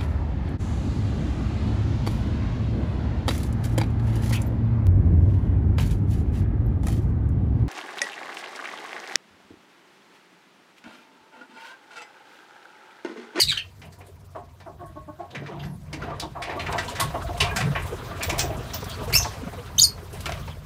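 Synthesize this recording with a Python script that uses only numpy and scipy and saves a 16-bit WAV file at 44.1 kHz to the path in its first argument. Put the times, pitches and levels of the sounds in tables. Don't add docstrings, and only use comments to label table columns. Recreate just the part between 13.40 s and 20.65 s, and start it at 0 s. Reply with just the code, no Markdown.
import sys
import numpy as np
from scipy import signal
from scipy.fft import rfft, irfft, next_fast_len
from scipy.io import wavfile
from scipy.ndimage import uniform_filter1d

SR = 44100
rng = np.random.default_rng(int(sys.argv[2]) if len(sys.argv) > 2 else 0)


def pcm_store(signal):
    levels = np.round(np.clip(np.atleast_2d(signal), -1, 1) * 32767)
    wavfile.write(sys.argv[1], SR, levels.astype(np.int16).T)


def how_loud(loudness_db):
    steps = np.asarray(loudness_db, float) / 20
    return 10 ** steps


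N = 319725
EDGES_HZ = 25 * 2 ** np.arange(0, 9.4, 1 / 3)
MIDS_HZ = np.sqrt(EDGES_HZ[1:] * EDGES_HZ[:-1])


def rms_one(x):
    return x / np.sqrt(np.mean(x ** 2) + 1e-20)


def evened(x):
    return x / np.sqrt(uniform_filter1d(x ** 2, size=SR // 8) + 1e-20)


def at_hz(points, hz):
    points_hz, points_db = np.transpose(points)
    return np.interp(np.log(hz), np.log(points_hz), points_db)


def filled(slow):
    return np.interp(np.arange(N) / 40, np.arange(len(slow)), slow)


def drift(rate_hz, coarse=False):
    r = np.exp(-80 * np.pi * rate_hz / SR)
    wander = signal.lfilter([1], [1, -2 * r, r * r], rng.standard_normal(N // 40 + 1002))
    slow = rms_one(wander[1000:])
    return slow if coarse else filled(slow)


def noise_bank():
    white = rng.standard_normal((2, N))
    bands = []
    for k, edges in enumerate(zip(EDGES_HZ, EDGES_HZ[1:])):
        band = signal.butter(2, edges, "band", fs=SR, output="sos")
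        bands.append(signal.sosfilt(band, white[k % 2]))
    return np.array(bands)


def resonance(x, hz, width_hz):
    r = np.exp(-np.pi * width_hz / SR)
    top = np.array([1, 0, -1]) * (1 - r * r) / 2
    return signal.lfilter(top, [1, -2 * r * np.cos(2 * np.pi * hz / SR), r * r], x)


# pitch_hz, width_hz, level_db
WOOD_NOTES = [(280, 68, 2.5), (383.4, 51.7, 6.5), (420, 39, -0.5), (615.7, 35, 4), (694.6, 44, 2.5),
              (855, 40, 3.5), (974, 94, -7.5), (1090, 18, 9), (1102, 56, -4), (1500, 29, -10.5),
              (1700, 44, -19)]


def woodwork(x):
    return sum((-1) ** k * how_loud(db) * resonance(x, hz, width) for k, (hz, width, db) in enumerate(WOOD_NOTES))


# time_s, wing_effort_db, nearness_db
FLOCK = [(0, -8.5, 9.5), (.2, -13.5, 0), (1, -15, -3.5), (1.9, -13, -6.5), (2.1, 4.5, -15),
         (2.35, -20.5, 3), (2.648, 6, -12), (3, -10, -2), (3.3, 6.5, 0), (3.85, 3, 2.5), (4.26, 5, 4),
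         (4.64, 5, 2.5), (5.05, 6, 0.5), (5.7, 4, 6), (6, 3, 2.5), (6.7, -4.5, 3), (6.9, 4.5, 4.5),
         (7.25, -9, 2)]


def flock(level_db, effort_share, near_share):
    s, effort_db, near_db = np.transpose(FLOCK)
    return np.interp(np.arange(N) / SR, s, level_db + effort_share * effort_db + near_share * near_db)


# peak_s, deep_gust_db, hollow_boom_db, length_s
PASSES = [(0.087, -45, -37.5, 0.11), (0.897, -49, -57.5, 1.24), (0.455, -57, -44, 0.2),
          (1.521, -46, -49, 0.83), (2.013, -58.5, -36.5, 0.25), (2.26, -41.5, -33, 0.39),
          (2.668, -39.5, -40.5, 1.1), (3.288, -35.5, -41, 0.36), (3.657, -32.5, -30.5, 0.19),
          (3.864, -31, -49, 0.29), (4.045, -29, -34, 0.31), (4.267, -46, -21, 0.2),
          (4.417, -31.5, -40.5, 0.31), (5.005, -29.5, -37.5, 0.64), (5.764, -27, -35.5, 0.32),
          (6.403, -37.5, -44.5, 0.47), (6.976, -37.5, -40.5, 0.88)]


def passing(flock_db, column):
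    rise_share, depth_db = 0.47, 23.5
    t = np.arange(0, N, 64) / SR
    power = how_loud(2 * flock_db[::64])
    for row in PASSES:
        lead = (row[0] - t) / row[3]
        away = np.maximum(lead / rise_share, -lead / (1 - rise_share))
        power = power + how_loud(2 * (row[column] - depth_db * away ** 2))
    return np.interp(np.arange(N) / SR, t, 10 * np.log10(power))


def turbulence(bank, colour, patchy_db, beat_db):
    wingbeat_hz = 16 * (1 + .3 * drift(3.115, True))
    beat = np.sin(2 * np.pi * np.cumsum(wingbeat_hz) * 40 / SR) * drift(3.8, True)
    air = np.zeros(N)
    for band, hz in zip(bank, MIDS_HZ):
        if colour[0][0] < hz < colour[-1][0]:
            level_db = at_hz(colour, hz) + patchy_db * drift(18.6, True) + beat_db * beat
            air += filled(how_loud(level_db)) * band
    return rms_one(air)


# pitch_hz, level_db (per Hz)
DOWNWASH_COLOUR = [(15, -39), (25, -7), (54, 3), (105, 3.5), (140, -8), (230, -120)]
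# pitch_hz, width_hz, level_db
PEN_BOOM = [(118, 14, -7), (144, 11, 0), (168, 20, -9)]


def downwash(bank):
    gust_db = passing(flock(level_db=-42, effort_share=0.37, near_share=0.97), column=1)
    boom_db = passing(flock(level_db=-52.5, effort_share=0.54, near_share=0.073), column=2)
    gust = turbulence(bank, DOWNWASH_COLOUR, patchy_db=-2.0, beat_db=1.0)
    push = rng.standard_normal(N)
    hum = rms_one(resonance(resonance(push, 90, 40), 90, 16))
    boom = np.zeros(N)
    for hz, width, db in PEN_BOOM:
        boom += how_loud(db) * rms_one(resonance(resonance(push, hz, 3 * width), hz, width))
    return how_loud(gust_db) * evened(gust + how_loud(-43.0 - gust_db) * hum) + how_loud(boom_db) * evened(boom)


# pitch_hz, level_db (per Hz)
DRUMMING_COLOUR = [(120, -28.5), (200, 18), (259, -18.5), (424, 3), (531, 6.5), (652, -5.5), (838, -3),
                   (1130, -13.5), (1700, -26), (2210, -49), (3740, -120)]


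def drumming(bank):
    drum = turbulence(bank, DRUMMING_COLOUR, patchy_db=5.0, beat_db=3.0)
    level_db = flock(level_db=-44, effort_share=0.95, near_share=.01)
    return how_loud(level_db) * rms_one(woodwork(drum) + 0.64 * drum)


# pitch_hz, level_db (per Hz)
RUSH_COLOUR = [(760, -11), (1300, -3.5), (1510, -8), (3550, -15), (5150, -35), (6000, -32), (7800, -53.5),
               (13200, -120)]


def rush(bank):
    level_db = flock(level_db=-49.5, effort_share=0.96, near_share=0.3)
    return how_loud(level_db) * turbulence(bank, RUSH_COLOUR, patchy_db=3.0, beat_db=1.8)


# pitch_hz, level_db (per Hz)
HISS_COLOUR = [(2940, -17.5), (5000, -3), (6390, -8.5), (7810, -7.5), (10300, -7), (11200, -10),
               (15700, -9.5)]


def hiss(bank):
    level_db = flock(level_db=-58, effort_share=0.46, near_share=0.92)
    return how_loud(level_db) * turbulence(bank, HISS_COLOUR, patchy_db=2.2, beat_db=2.2)


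# start_s, length_s, peak_db, first_pitch_hz, last_pitch_hz
SQUAWKS = [(-.01, .03, -21, 6800, 6100), (-.01, .03, -21, 3150, 2900), (-.01, .029, -23, 2400, 1940),
           (.018, .028, -16, 4750, 4600), (.071, .009, -16, 3860, 3850), (.078, .045, -26, 2600, 2250),
           (.084, .019, -11.5, 4060, 3950), (.103, .008, -15, 3900, 3700), (.11, .025, -23, 4700, 4500),
           (.112, .024, -19, 3350, 3050), (.112, .03, -25, 1700, 1500), (.14, .03, -32, 3900, 3700),
           (.16, .035, -31, 1750, 1850), (.171, .017, -16, 3164, 3115), (.181, .035, -27, 2730, 2730),
           (.17, .03, -30, 4300, 4400), (.605, .02, -48, 2336, 2270), (1.41, .07, -57, 1720, 1700),
           (1.43, .08, -57, 1560, 1540), (2.192, .03, -44, 3300, 3300), (2.192, .025, -50, 4800, 4800),
           (2.196, .13, -56, 11900, 11300), (2.313, .051, -57, 10900, 10500), (2.33, .04, -60, 9600, 9500),
           (4.803, .06, -34, 2317, 2374), (4.897, .02, -25, 2300, 2250), (.157, .005, -24, 3800, 3800),
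           (3.745, .025, -40, 2800, 2750), (5.478, .015, -40, 3350, 3300), (5.508, .02, -37, 3350, 3300),
           (5.515, .045, -37, 4340, 4470), (7.027, .014, -40, 3300, 3250), (7.092, .045, -43, 3300, 3250),
           (7.095, .015, -47, 5100, 5100)]
# time_s, pitch_hz, level_db
OPENING = (-15, -25, .45, [(0, 4400, -15), (.006, 4700, -9), (.011, 5100, -16), (.016, 4600, -13),
           (.021, 4400, -6), (.025, 4100, -15), (.032, 3850, -16), (.042, 3850, -23)])
RISING = (8, 2, .25, [(5.735, 2080, -23), (5.744, 2350, -15), (5.7485, 2480, -29), (5.752, 2600, -16),
          (5.767, 2720, -16), (5.772, 2700, -28), (5.786, 2720, -24), (5.79, 2700, -38), (5.84, 2650, -42)])
SCREECH = (-30, -6, .95, [(5.771, 6500, -21), (5.777, 6500, -14), (5.785, 6300, -17), (5.795, 6150, -11),
           (5.8, 6150, -20), (5.815, 6150, -22), (5.84, 6100, -32)])
UPSWEEP = (3, -4, .15, [(6.3805, 2980, -28), (6.384, 3080, -17), (6.388, 3200, -15), (6.3895, 3350, -26)])
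SQUEAK = (-19, 0, .2,  [(6.3885, 3450, -12), (6.392, 3700, -6), (6.3945, 4000, -15), (6.399, 4600, -1),
          (6.4025, 5100, -14)])
WARBLE = (-36, -6, .1, [(6.407, 6100, -28), (6.411, 6750, -10), (6.415, 6700, -24), (6.419, 6700, 0),
          (6.4215, 6700, -12), (6.424, 6800, 1), (6.4262, 6950, -20), (6.428, 7000, -5),
          (6.4292, 7000, -20), (6.4305, 6400, -1), (6.433, 5250, -7)])
FALLING = (-10, -3, .06, [(6.4325, 5250, -6), (6.4355, 5100, -12), (6.437, 5020, -3), (6.4395, 4950, -11),
           (6.4415, 4800, -1), (6.444, 4500, -7), (6.452, 4350, -11), (6.466, 4330, -20),
           (6.52, 4330, -45)])


def sung_notes():
    peak_share, edge_db = .45, -9
    hoarse = []
    for s, length, db, hz, last_hz in SQUAWKS:
        course = [(s, hz, db + edge_db),
                  (s + peak_share * length, (hz + last_hz) / 2, db),
                  (s + length, last_hz, db + edge_db)]
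        hoarse.append((-22, -25, .7, course))
    return hoarse + [OPENING, RISING, SCREECH, UPSWEEP, SQUEAK, WARBLE, FALLING]


# pitch_hz, level_db
BEAK = [(2000, -21), (6500, 3.5), (8000, 5), (9500, -0.5), (11500, 8.5), (13200, 19), (15500, -16)]


def chirps():
    out, shake_level, shake_pitch = np.zeros(N), drift(480), drift(390)
    breath = rms_one(resonance(rng.standard_normal(N), 5070, 5000))
    for tilt_db, upper_db, rough, course in sung_notes():
        s, *columns = np.transpose(course)
        at = np.arange(int(max(s[0], 0) * SR), int(s[-1] * SR))
        hz, db = [np.interp(at / SR, s, column) for column in columns]
        shaken_hz = hz + (200 + 0.023 * hz) * rough * shake_pitch[at]
        phase = 2 * np.pi * np.cumsum(shaken_hz) / SR
        overtones = np.zeros(len(at))
        for k in range(3, 7):
            fall_db = np.minimum(tilt_db, tilt_db / 2 - 21 - 0.52 * (k - 2))
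            level = how_loud(fall_db + upper_db + at_hz(BEAK, k * hz))
            overtones += level * np.sin(k * phase) * (k * hz < 16000)
        overtones *= 0.91 + 0.9 * shake_pitch[at + 999] + 0.5 * breath[at]
        second = how_loud(tilt_db + at_hz(BEAK, 2 * hz)) * np.sin(2 * phase)
        tone = np.sin(phase) + second + overtones
        ends = np.clip(np.minimum(at - at[0] + 1, at[-1] - at) / (0.00048 * SR), 0, 1)
        shaken = (1 + rough * np.clip(shake_level[at], -2, 2)) * tone
        out[at] += how_loud(db - 3.5) * ends * (shaken + 0.07 * rough * breath[at])
    return out


def bursts(bank, starts, peak_db, colours_db, t60, rise_s, uneven_db):
    out, t = np.zeros(N), np.arange(SR // 4) / SR
    uneven = uneven_db * rng.standard_normal((len(starts), len(bank)))
    for s, db, colour, decay, own in zip(starts, peak_db, colours_db, t60, uneven):
        i = int(s * SR)
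        age = t[:min(N - i, int(max(decay, .02) * 1.5 * SR))]
        heard = colour > -40
        fall = np.clip(decay, .02, 1) * (MIDS_HZ[heard, None] / 3000) ** -.2
        fade = how_loud(db + colour + own)[heard, None] * np.exp(-np.log(1000) * age[::8] / fall)
        fade = np.repeat(fade, 8, axis=1)[:, :len(age)]
        tail = np.einsum("kn,kn->n", fade, bank[heard, i:i + len(age)])
        crack = 1 + 0.55 * np.exp(-age / 0.014)
        out[i:i + len(age)] += (1 - np.exp(-age / rise_s)) * crack * tail
    return out


# start_s, peak_db, centre_hz, fade_s (by 60 dB)
PUFFS = [(0.001, -15.5, 7000, 0.17), (.002, -25, 12950, 0.18), (.165, -30, 2580, 0.19),
         (.09, -31, 7500, .25), (.162, -54, 5000, 0.13), (.39, -50.5, 9000, 0.14), (.45, -48, 10000, 0.096),
         (.585, -49, 10000, 0.11), (.955, -46, 2680, 0.14), (1.455, -51.5, 10000, 0.2),
         (1.8, -50, 2980, 0.16), (2.03, -48, 4200, 0.082), (2.07, -50, 5050, 0.162), (2.25, -44, 6000, 0.1),
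         (2.43, -52.5, 9000, .1), (2.625, -45, 2600, 0.12), (2.69, -47, 2370, 0.21),
         (2.955, -43, 1500, 0.12), (3.28, -15.5, 930, 0.23), (3.443, -37, 7000, 0.11),
         (3.488, -33.5, 7150, 0.15), (3.82, -37, 7040, .15), (4.195, -43, 8500, 0.081),
         (4.42, -35.5, 9700, 0.12), (4.455, -43.5, 9000, 0.53), (5.165, -37, 7000, 0.11),
         (5.4, -37, 4800, 0.24), (5.675, -38, 7000, 0.13), (5.985, -43, 10000, 0.084),
         (6.108, -54, 7000, .12), (5.94, -46, 9000, 0.075), (6.386, -25.5, 12500, 0.23),
         (6.39, -22, 8000, .13), (6.42, -40, 13930, .2), (3.05, -36, 2140, 0.71), (5.74, -24, 8000, 0.23),
         (5.82, -26, 4400, 0.35)]


def puffs(bank):
    s, db, hz, t60 = np.transpose(PUFFS)
    colours = [-20.5 * np.log2(MIDS_HZ / centre) ** 2 for centre in hz]
    return bursts(bank, s, db + 3.5, colours, t60, rise_s=.012, uneven_db=1.5)


def quills(x):
    pitches_hz = np.geomspace(1400, 9000, num=30) * (1 + 0.0464 * rng.standard_normal(size=30))
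    return sum((-1) ** k * resonance(x, hz, 0.0063 * hz) for k, hz in enumerate(pitches_hz))


# start_s, peak_db, top_db (relative), focus_hz
CLAPS = [(0.417, -33, -32, 2340), (0.523, -47.5, 4, 1770), (0.667, -58, 15, 2480),
         (1.906, -39.5, -13, 3480), (1.949, -22.5, -31, 2170), (2.0622, -31, -34, 1770),
         (2.195, -35.5, -34, 3080), (2.23, -31.5, -25, 1750), (2.6204, -25.5, -37, 1390),
         (2.798, -27, -2.5, 3800), (3.021, -21.5, -14, 2030), (3.097, -23.5, -43, 2100),
         (3.1953, -22, -20, 2550), (3.382, -17.5, -13.5, 1980), (3.48, -27, -13, 3340),
         (3.553, -22.5, -18, 2070), (3.599, -20.5, 7.5, 3340), (4.0038, -9.5, -9, 2820),
         (4.162, -14, -3, 1820), (4.353, -12.5, -91, 2120), (4.81, -19, -43, 2180), (4.828, -25, 4, 2140),
         (4.992, -14.5, -7, 6460), (5.335, -23, -10.5, 5240), (5.4986, -33, -4, 3500),
         (5.7266, -18, -4, 2530), (6.7284, -43, 12, 2720), (6.806, -44.5, 15, 3900),
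         (6.921, -32, -18, 2490)]
# start_s, peak_db, body_db (relative), top_db (relative)
PUSHES = [(0.6081, -40, 9, -46), (1.2024, -38.5, 5.5, -18), (2.53, -25, 1, -11), (2.7013, -31.5, 14, -57),
          (3.263, -22, -9, -25.5), (3.324, -24, 3, -22), (3.7, -35.5, 17, -13), (3.976, -38, 15, 8),
          (4.2052, -19.5, 2, -17), (4.7711, -45, -6, 8), (4.896, -17, 0, -6), (4.93, -48, 33, -10.5),
          (4.981, -23, -14, 1.5), (5.441, -46, -10.5, 5), (5.934, -36, 8, -13), (6.132, -37.5, 13.5, -13),
          (6.185, -37, 10, -29), (6.5786, -39, 9, -51), (6.75, -41, 14, -16), (6.861, -25.5, 5, -13),
          (6.8924, -37, 14, -25), (6.975, -46, 9, -20.5), (7.076, -31.5, 8, -19)]


def claps(bank):
    strokes = [(s, db, -5.5, top, hz, 0.2) for s, db, top, hz in CLAPS]
    strokes += [(*row, 2100, 0.15) for row in PUSHES]
    s, db, bodies, tops, focus_hz, t60 = np.transpose(strokes)
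    colours = []
    for body, top, hz in zip(bodies, tops, focus_hz):
        broad = [(150, body - 15), (800, body + 5), (1800, -2.5),
                 (5000, 0.28 * top), (10000, top - 3), (16000, top - 19)]
        focus = 10 * np.exp(-(np.log2(MIDS_HZ / hz) / .35) ** 2)
        colours.append(at_hz(broad, MIDS_HZ) - 4 + focus)
    crackle = how_loud(1.22 * drift(160))
    slaps = crackle * bursts(bank, s - .002, db - 0.5, colours, t60, rise_s=0.0035, uneven_db=2.0)
    return slaps + quills(slaps)


# start_s, peak_db, centre_hz, fade_s (by 60 dB)
THUDS = [(0.438, -41, 640, 0.36), (0.584, -38.5, 650, 0.29), (0.957, -23, 827, 0.17),
         (1.269, -25.5, 746, 0.144), (1.419, -25.5, 705, 0.079), (1.797, -30, 835, 0.31),
         (1.935, -31.5, 420, 0.29), (2.018, -25, 430, 0.094), (2.112, -33, 590, 0.97),
         (2.643, -29, 590, 0.31), (2.686, -25.5, 810, 0.25), (2.832, -16.5, 770, 0.11),
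         (2.957, -23.5, 870, 0.41), (3.077, -25, 700, 1), (3.167, -24, 420, 0.043), (3.284, -41, 410, 0.12),
         (3.341, -17, 800, 0.23), (3.6, -14.5, 1090, 0.19), (3.748, -13.5, 770, 0.15),
         (3.893, -15.5, 676, 0.083), (4.039, -23.5, 1090, 0.92), (4.081, -28, 1140, 0.097),
         (4.715, -23, 1230, 0.041), (5.038, -23.5, 563, 0.35), (5.098, -25.5, 620, 0.29),
         (5.708, -12, 1240, 0.045), (5.761, -14.5, 1080, 0.04), (5.805, -13, 1080, 0.054),
         (5.855, -7, 1030, 0.041)]


def thuds(bank):
    s, db, hz, t60 = np.transpose(THUDS)
    colours = [np.where(MIDS_HZ > c, -11, -6) * np.log2(MIDS_HZ / c) ** 2 for c in hz]
    knocks = bursts(bank, s - .01, db + 8.5, colours, t60, rise_s=0.0089, uneven_db=2.5)
    return woodwork(knocks) + how_loud(-8.5) * knocks


# start_s, peak_db, pitch_hz, length_s
CLUCKS = [
    (1.385, -37.5, 345.8, 0.082),
    (1.488, -43, 323, 0.035),
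    (1.551, -32.5, 304, 0.032),
    (1.672, -29, 301.6, 0.0343),
    (1.781, -35.5, 341.7, 0.054),
]


def hen():
    pulses, waver = np.zeros(N), drift(81)
    for s, db, hz, length in CLUCKS:
        at = np.arange(int(s * SR), int((s + length) * SR))
        age = (at - at[0]) / len(at)
        cycles = np.cumsum(hz * (1.02 - .05 * age + .05 * waver[at])) / SR
        ticks = np.diff(np.floor(cycles), prepend=0)
        pulses[at] = how_loud(db + 30.5 + 2.5 * waver[at + 999]) * np.sin(np.pi * age) ** 0.5 * ticks
    throat = resonance(pulses, 530, 390) + how_loud(4) * resonance(pulses, 1140, 120)
    return woodwork(throat) + how_loud(-29.5) * throat


# start_s, peak_db, pitch_hz
RINGS = [(1.44, -46, 1130.0), (1.817, -34, 810), (1.96, -51, 2450), (2.543, -33.5, 309),
         (2.577, -35.5, 280.0), (2.725, -32.5, 1180.0), (2.807, -42, 3430.0), (2.836, -42, 670.0),
         (2.839, -31.0, 315), (2.844, -35, 906), (3.03, -47, 3780), (3.033, -38, 3430), (3.181, -31, 1148),
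         (3.199, -37.5, 4150), (3.209, -37.0, 2450.0), (3.297, -30, 400.0), (3.387, -28.5, 1940.0),
         (3.486, -45, 4200), (3.486, -43, 3060), (3.489, -29.5, 968), (3.614, -32.0, 2010),
         (3.617, -21.5, 1090.0), (3.852, -30, 670), (3.95, -30, 698), (4.011, -32, 4470.0),
         (4.014, -31, 1970), (4.014, -23, 1056), (4.029, -28, 414), (4.098, -32, 2443),
         (4.119, -28.5, 1644), (4.168, -37, 3060), (4.174, -31, 2430), (4.188, -29, 744),
         (4.209, -30, 1955), (4.357, -28, 1820), (4.362, -37, 2960), (4.363, -30, 1110),
         (4.719, -34.0, 1177), (4.836, -42, 4100.0), (4.836, -41, 3390), (4.926, -30, 329),
         (4.995, -35.0, 3190), (4.998, -37, 2930), (4.998, -37, 3480.0), (4.998, -32, 4210),
         (5.011, -31.0, 2530), (5.105, -27.5, 636), (5.515, -39.5, 3270), (5.683, -29.5, 473),
         (6.188, -32.5, 482), (6.865, -34, 1380), (6.872, -38, 2570)]


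def rings():
    rise_s, t60_s, lead_s = 0.0033, 0.11, .009
    out, age = np.zeros(N), np.arange(SR // 5) / SR
    shape = (1 - np.exp(-age / rise_s)) ** 2 * how_loud(-60 * age / t60_s)
    for s, db, hz in RINGS:
        i = int((s - lead_s) * SR)
        out[i:i + len(age)] += how_loud(db + 6.0) * shape * np.sin(2 * np.pi * hz * age)
    return out


# start_s, peak_db, centre_hz
TAPS = [(1.9525, -40, 3000), (2.7989, -25, 5000), (3.326, -25.5, 4200), (4.797, -38, 5000),
        (4.833, -23, 9000), (4.8966, -31, 4000), (4.929, -36, 11000), (4.9918, -37, 5000),
        (5.443, -34, 9000), (5.496, -33.5, 10000), (6.806, -34.5, 6000), (6.8577, -18.5, 2500),
        (6.866, -27, 3500), (6.8936, -23, 1800), (6.921, -24, 2800), (6.976, -40, 3000)]


def taps(bank):
    s, db, hz = np.transpose(TAPS)
    colours = [-5.5 * np.log2(MIDS_HZ / centre) ** 2 for centre in hz]
    t60 = np.full(len(s), 0.0266)
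    cracks = bursts(bank, s - .0005, db - 2.0, colours, t60, rise_s=0.00051, uneven_db=1.0)
    clicks = np.full(N, 1e-18)
    clicks[(s * SR).astype(int)] = how_loud(db + 9)
    return cracks + resonance(clicks, 3000, 4000)


# start_s, peak_db
WIRE_HITS = [
    (4.8314, -30),
    (4.9838, -29),
    (5.021, -36.5),
    (5.3393, -31),
    (5.4824, -45),
]


def wire():
    shake, t = np.zeros(N), np.arange(int(.15 * SR)) / SR
    t60_s = .2
    for s, db in WIRE_HITS:
        i = int(s * SR)
        shake[i:i + len(t)] += how_loud(db + 17.0 - 60 * t / t60_s)
    return resonance(shake * rng.standard_normal(N), 14880, 120)


def pen(x):
    t60_s, wall_cut_hz = 0.2, 8300
    size = next_fast_len(N + SR)
    w = 2 * np.pi * np.arange(size // 2 + 1) / size
    dull = 1 / (1 + 1j * w * SR / (2 * np.pi * wall_cut_hz))
    echo = 0
    for k, lag_s in enumerate(rng.uniform(.004, .028, size=10)):
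        loop = how_loud(-60 * lag_s / t60_s) * dull * np.exp(-1j * w * lag_s * SR)
        echo = echo + (-1) ** k * loop / (1 - loop)
    return irfft(rfft(x, size) * echo, size)[:N]


def scene():
    air_bank, strokes_bank = noise_bank(), noise_bank()
    air = downwash(air_bank) + drumming(air_bank) + rush(air_bank) + hiss(air_bank)
    voices = chirps() + hen()
    wings = puffs(strokes_bank) + claps(strokes_bank) + thuds(strokes_bank)
    wings += rings() + taps(strokes_bank)
    echo = pen(how_loud(-19) * wings + how_loud(-13.5) * voices)
    return (air + wings + voices + wire() + echo)[None]


def low_pass(x):
    return signal.sosfilt(signal.butter(12, 15890, fs=SR, output="sos"), x)


def record(dry):
    thin = signal.sosfilt(signal.butter(2, 38, "high", fs=SR, output="sos"), dry)
    cut = signal.sosfilt(signal.cheby2(12, 35, 16000, fs=SR, output="sos"), thin)
    return low_pass(cut)


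dry = scene()
out = record(dry)
pcm_store(out)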